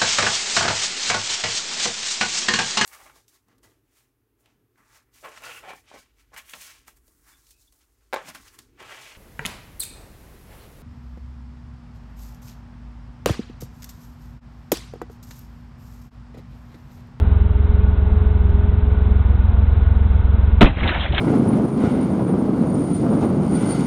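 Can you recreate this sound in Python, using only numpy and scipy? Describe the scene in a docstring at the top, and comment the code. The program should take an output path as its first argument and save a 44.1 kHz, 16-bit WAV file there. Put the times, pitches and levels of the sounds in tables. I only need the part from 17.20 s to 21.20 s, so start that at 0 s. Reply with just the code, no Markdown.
"""Airbag blows out a rear window

Outdoors, a three-cylinder engine idles close by; a small motor hums further off and speeds up as it
sheds its load. An airbag fires inside a car and bursts the rear window, and glass crumbs shower onto
the boot lid and the ground. The bang overloads a narrow-band recorder, whose gain stays ducked."""
import sys
import numpy as np
from scipy import signal
from scipy.fft import rfft, irfft
from scipy.io import wavfile
from scipy.ndimage import uniform_filter1d

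SR = 44100
rng = np.random.default_rng(int(sys.argv[2]) if len(sys.argv) > 2 else 0)


def log_audio(samples):
    """Write samples as a 16-bit WAV file to the path given in sys.argv[1]."""
    # one column per channel
    frames = np.atleast_2d(samples).T
    # limit to full scale, then quantise
    limited = np.clip(frames, -1, 1)
    pcm = np.round(limited * 32767).astype(np.int16)
    wavfile.write(sys.argv[1], SR, pcm)


N = 176400

# Tone of the blast. Each row: frequency in Hz, relative level in dB.
BLAST_EQ = [(30, -12), (100, 0), (140, 2.5), (180, -1.5), (230, 3), (340, -4), (480, -14), (780, -9.5),
            (1000, -18), (1400, -19), (1800, -24), (3000, -20.5), (4200, -32), (6000, -49)]
# Tone of the glass crumbs. Each row: frequency in Hz, relative level in dB.
CRUMB_EQ = [(200, 5), (300, 2.5), (480, 1.5), (650, 5.5), (1150, 0), (2000, 2), (2800, -2), (3500, -4),
            (4300, -11.5)]
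# Swell of the crumb shower. Each row: time in seconds, level in dB.
SHOWER_FADER = [(3.46, -31), (3.53, -32), (3.58, -21), (3.635, -14.5), (3.665, -16.5), (3.695, -14),
                (3.73, -14.5), (3.76, -16), (3.79, -19), (3.85, -15.5), (3.885, -22.5), (3.915, -25.5),
                (3.955, -16), (4, -14)]
# Larger pieces landing. Each row: start in seconds, level in dB, centre and width in Hz, decay in seconds.
SHARD_HITS = [(3.633, -16, 2200, 900, 0.013), (3.677, -11.5, 3540, 1210, 0.015),
              (3.69, -9.5, 1900, 1390, 0.017), (3.745, -14, 1480, 1200, 0.025),
              (3.796, -16, 3370, 350, 0.036), (3.924, -17.5, 3500, 1820, 0.004),
              (3.947, -17.5, 3400, 910, 0.0087), (3.98, -7.5, 1770, 1070, 0.0083),
              (3.98, -11.5, 3200, 1500, 0.0106)]
# Debris hitting the boot lid. Each row: start in seconds, level in dB.
LID_KNOCKS = [(3.483, -11.5), (3.533, -21), (3.614, -19), (3.657, -10), (3.757, -11), (3.819, -20),
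              (3.932, -11)]
# Ring of the lid. Each row: pitch in Hz, relative level in dB, decay in seconds.
LID_MODES = [(224, -11, 0.018), (294.6, -6.5, .02), (470, -7, .016), (550, -3.5, 0.012), (696, -1, 0.012),
             (788, 0, .016), (925, -3, 0.014)]
# Low bumps after the burst. Each row: start in seconds, level in dB, decay in seconds.
THUD_HITS = [(3.452, 0, .03), (3.565, -13, 0.044), (3.617, -5, 0.058), (3.775, -14, 0.052),
             (3.895, -12, 0.093)]
# Tone of those bumps. Each row: frequency in Hz, relative level in dB.
THUD_EQ = [(15, -8), (35, 0.5), (70, 3), (130, -4.5), (200, -9), (320, -12), (500, -23), (1500, -51)]
# Cylinders in firing order. Each row: lateness in seconds, level trim in dB, exhaust ring in Hz.
CYLINDER_PUFFS = [(-.0016, -0.87, 75), (.0024, 0.02, 63.6), (.0008, -0.23, 71)]
# Speed of the small motor. Each row: time in seconds, shaft rate in Hz.
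SHAFT_SPEED = [(0, 29.5), (.3, 29.6), (.65, 30.15), (1.07, 30.35), (1.33, 29.35), (1.7, 30.15),
               (1.97, 29.85), (2.12, 34), (2.35, 33.4), (2.7, 32.4), (3.1, 32.7), (4, 32.7)]
# Its hum. Each row: multiple of the shaft rate, level under load in dB, level running free in dB.
MOTOR_PARTIALS = [(5, -50.5, -46.5), (6, -32.5, -35.5), (7, -35.5, -49.5), (8, -49, -44.5), (9, -43, -52),
                  (10, -48.5, -57), (12, -47, -54.5), (14, -36, -46.5), (16, -51.5, -58.5), (21, -52, -60),
                  (30, -55, -55)]
# Tone of engine noise and light wind. Each row: frequency in Hz, relative level in dB.
BED_EQ = [(15, 3.5), (30, 5.5), (80, 5.5), (125, -3), (220, -4), (310, -16.5), (400, -11), (520, -17.5),
          (800, -17), (1300, -21), (1500, -23), (1800, -29), (2400, -31.5), (3000, -34.5), (4000, -37),
          (5000, -47)]
# Ring of the idling car's body. Each row: centre in Hz, width in Hz, level in dB.
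PANEL_RINGS = [(215.8, 9, -38), (899, 34, -49), (1459, 35, -50.5), (2130, 60, -60.5), (3430, 81, -67)]

BANG_S, SURGE_S, SHATTER_S = 3.409, 3.4355, 3.4535
CRACK_DB, BOOM_DB, ECHO_DB, SHATTER_DB = -8, 11, -26, -5.5
SURGE_HZ, SURGE_DB = 42, 20
CRUMBS_PER_S, CRUMB_SCATTER_DB, CRUMB_RING_S = 4000, 3, .0035
FIRING_HZ, FIRST_FIRING_S = 21.165, .0165
PUFF_DB, PUFF_WIDTH_S, PUFF_LEAD_S = -4, .006588, .0108
PUFF_JITTER_S, PUFF_SCATTER_DB, RING_JITTER_S = .00053, .28, .0013
LOAD_OFF_S, MOTOR_WOBBLE = 1.99, .003
BED_DB, BED_DRIFT_DB, BED_THROB = -24.5, .1, .035
DUCK_THRESHOLD_DB, DUCK_RANGE_DB, DUCK_ATTACK_S, RECOVERY_DB_PER_S = -3.5, 11.5, .016, 2.5
BAND_HZ, TOP_HZ, CEILING, OVERSHOOT = 4080, 15800, .715, 1.075


def undb(db):
    """Decibels to gain."""
    return 10 ** (np.asarray(db) / 20)


def clock():
    """Time of every sample in seconds."""
    return np.arange(N) / SR


def unit(x):
    """Scale to rms 1."""
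    return x / (np.std(x) + 1e-12)


def curve(rows):
    """Straight lines through (seconds, value) rows."""
    return np.interp(clock(), *np.array(rows).T)


def wander(rate):
    """Slow random drift, spread near 1."""
    span = int(SR / rate)
    steps = np.repeat(rng.standard_normal(400), span)[:N]
    return 1.26 * uniform_filter1d(uniform_filter1d(steps, span), span)


def equalise(x, points):
    """Shape x with an EQ of (Hz, dB) points, rms 1."""
    hz, db = np.array(points).T
    f = np.maximum(np.arange(N // 2 + 1) * SR / N, 1)
    gain = undb(np.interp(np.log(f), np.log(hz), db))
    return unit(irfft(rfft(x) * gain, N))


def noise(eq):
    """Noise through an EQ, rms 1."""
    return equalise(rng.standard_normal(N), eq)


def resonant_noise(hz, width):
    """Noise in one resonance, rms 1."""
    f = np.maximum(np.arange(N // 2 + 1) * SR / N, 1)
    off_centre = (f - hz * hz / f) / (2 * width)
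    return unit(irfft(rfft(rng.standard_normal(N)) / (1 + 2 * off_centre ** 2), N))


def burst(start, rise, hold, fall):
    """Linear attack, hold and exponential release, in seconds."""
    age = clock() - start
    return np.clip(age / rise, 0, 1) * np.exp(-np.clip((age - rise - hold) / fall, 0, 60))


def airbag():
    """The igniter cracks, gas booms, cabin pressure swings as the pane gives way; a faint echo trails."""
    crack = undb(CRACK_DB) * resonant_noise(1800, width=2500) * burst(BANG_S, .0005, 0, fall=.0018)
    boom = undb(BOOM_DB) * noise(BLAST_EQ) * burst(BANG_S, rise=.015, hold=.015, fall=.011)
    swing = -np.sin(2 * np.pi * SURGE_HZ * (clock() - SURGE_S))
    surge = undb(SURGE_DB) * swing * burst(SURGE_S, .0012, 0, fall=.017)
    echo = undb(ECHO_DB) * noise(BLAST_EQ) * burst(BANG_S, .04, 0, fall=.19)
    return crack + boom + surge + echo


def window_glass():
    """The pane shatters, crumbs fly for a moment and shower down; larger pieces break as they land."""
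    shatter = undb(SHATTER_DB) * burst(SHATTER_S, .0018, 0, fall=.021)
    shower = undb(curve(SHOWER_FADER)) * (clock() > SHATTER_S)
    shards = sum(undb(db) * resonant_noise(hz, width) * burst(at, .00055, .00071, fall)
                 for at, db, hz, width, fall in SHARD_HITS)
    return (shatter + shower) * crumbs() + shards


def crumbs(pitches=64):
    """A dense rain of tiny glass cubes, each a click with a brief pitched ring."""
    out = np.zeros(N)
    for hz in np.linspace(230, 4400, pitches):
        detune, damping = rng.standard_normal(2)
        lands = rng.random(N) < CRUMBS_PER_S / pitches / SR
        strength = undb(CRUMB_SCATTER_DB * np.minimum(rng.exponential(size=N), 3))
        clicks = lands * strength * np.sign(rng.random(N) - .5)
        decay_rate = np.exp(.5 * damping) / CRUMB_RING_S
        pole = np.exp((2j * np.pi * hz * (1 + .014 * detune) - decay_rate) / SR)
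        out += unit(signal.lfilter([1], [1, -pole], clicks + 1e-18).imag)
    return equalise(out, CRUMB_EQ)


def boot_lid():
    """Debris knocks on the sheet metal, each blow stirring its modes differently."""
    t, out = clock(), np.zeros(N)
    for at, db in LID_KNOCKS:
        age = t[t > at] - at
        for hz, mode_db, fall in LID_MODES:
            scatter = rng.standard_normal()
            gain = .5 * np.sign(scatter) * undb(db + mode_db + 2 * scatter)
            ring = np.sin(2 * np.pi * hz * (1 + .03 * scatter) * age)
            out[t > at] += gain * ring * np.exp(-age / fall)
    return out


def thuds():
    """Soft, heavy bumps: the bag flaps out and glass slumps onto the car."""
    return noise(THUD_EQ) * sum(undb(db) * burst(at, .0084, .007, fall) for at, db, fall in THUD_HITS)


def engine_idle():
    """Each firing pushes a short boom out of the exhaust; the three cylinders limp slightly."""
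    t, out = clock(), np.zeros(N)
    for k, (slip, size, skew) in enumerate(rng.standard_normal((86, 3))):
        late, db, hz = CYLINDER_PUFFS[k % len(CYLINDER_PUFFS)]
        peak = FIRST_FIRING_S + k / FIRING_HZ + PUFF_LEAD_S + late + PUFF_JITTER_S * slip
        near = slice(*np.searchsorted(t, [peak - 1 / FIRING_HZ, peak + 1 / FIRING_HZ]))
        age = t[near] - peak
        ring = np.cos(2 * np.pi * hz * (age + RING_JITTER_S * skew))
        out[near] += undb(PUFF_DB + db + PUFF_SCATTER_DB * size) * ring / np.cosh(age / PUFF_WIDTH_S)
    return out


def small_motor():
    """A governed motor: its hum wavers under load, then rises and thins as the load comes off."""
    shaft_hz = curve(SHAFT_SPEED) * (1 + MOTOR_WOBBLE * wander(20))
    angle = 2 * np.pi * np.cumsum(shaft_hz) / SR
    crossfade = np.clip((clock() - LOAD_OFF_S) / .065 + .5, 0, 1)
    hum = np.zeros(N)
    for multiple, loaded_db, free_db in MOTOR_PARTIALS:
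        db = loaded_db + (free_db - loaded_db) * crossfade + 1.5 * wander(9)
        hum += np.sqrt(2) * undb(db) * np.sin(multiple * angle + 2 * np.pi * rng.random())
    return hum


def noise_bed():
    """Mechanical hiss and light wind, throbbing faintly with the idle, plus ringing body panels."""
    throb = 1 + BED_THROB * np.cos(2 * np.pi * FIRING_HZ * (clock() - FIRST_FIRING_S))
    hiss = noise(BED_EQ) * undb(BED_DB - BED_DRIFT_DB * wander(4.5)) * throb
    return hiss + sum(undb(db) * resonant_noise(hz, width) for hz, width, db in PANEL_RINGS)


def scene():
    """The bang and its debris over the running machines, in mono."""
    backdrop = engine_idle() + small_motor() + noise_bed()
    return (backdrop + airbag() + window_glass() + boot_lid() + thuds())[None]


def record(dry):
    """The gain ducks on the bang and creeps back; the sound saturates, loses its treble and clips."""
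    over_db = np.clip(20 * np.log10(np.abs(dry) + 1e-9) - DUCK_THRESHOLD_DB, 0, DUCK_RANGE_DB)
    recovery_db = RECOVERY_DB_PER_S * clock()
    held_db = np.maximum.accumulate(over_db + recovery_db, axis=-1) - recovery_db
    attack = 1 / (DUCK_ATTACK_S * SR)
    ducked = dry * undb(-signal.lfilter([attack], [1, attack - 1], held_db))
    saturated = ducked / (1 + (ducked / (CEILING * OVERSHOOT)) ** 8) ** (1 / 8)
    lowpass = signal.firwin(221, BAND_HZ, window=("kaiser", 8), fs=SR)
    narrow = signal.fftconvolve(saturated, lowpass[None], mode="same")
    clipped = np.clip(narrow, -CEILING, CEILING)
    return signal.sosfilt(signal.ellip(8, .1, 70, TOP_HZ, fs=SR, output="sos"), clipped)


dry = scene()
out = record(dry)
log_audio(out)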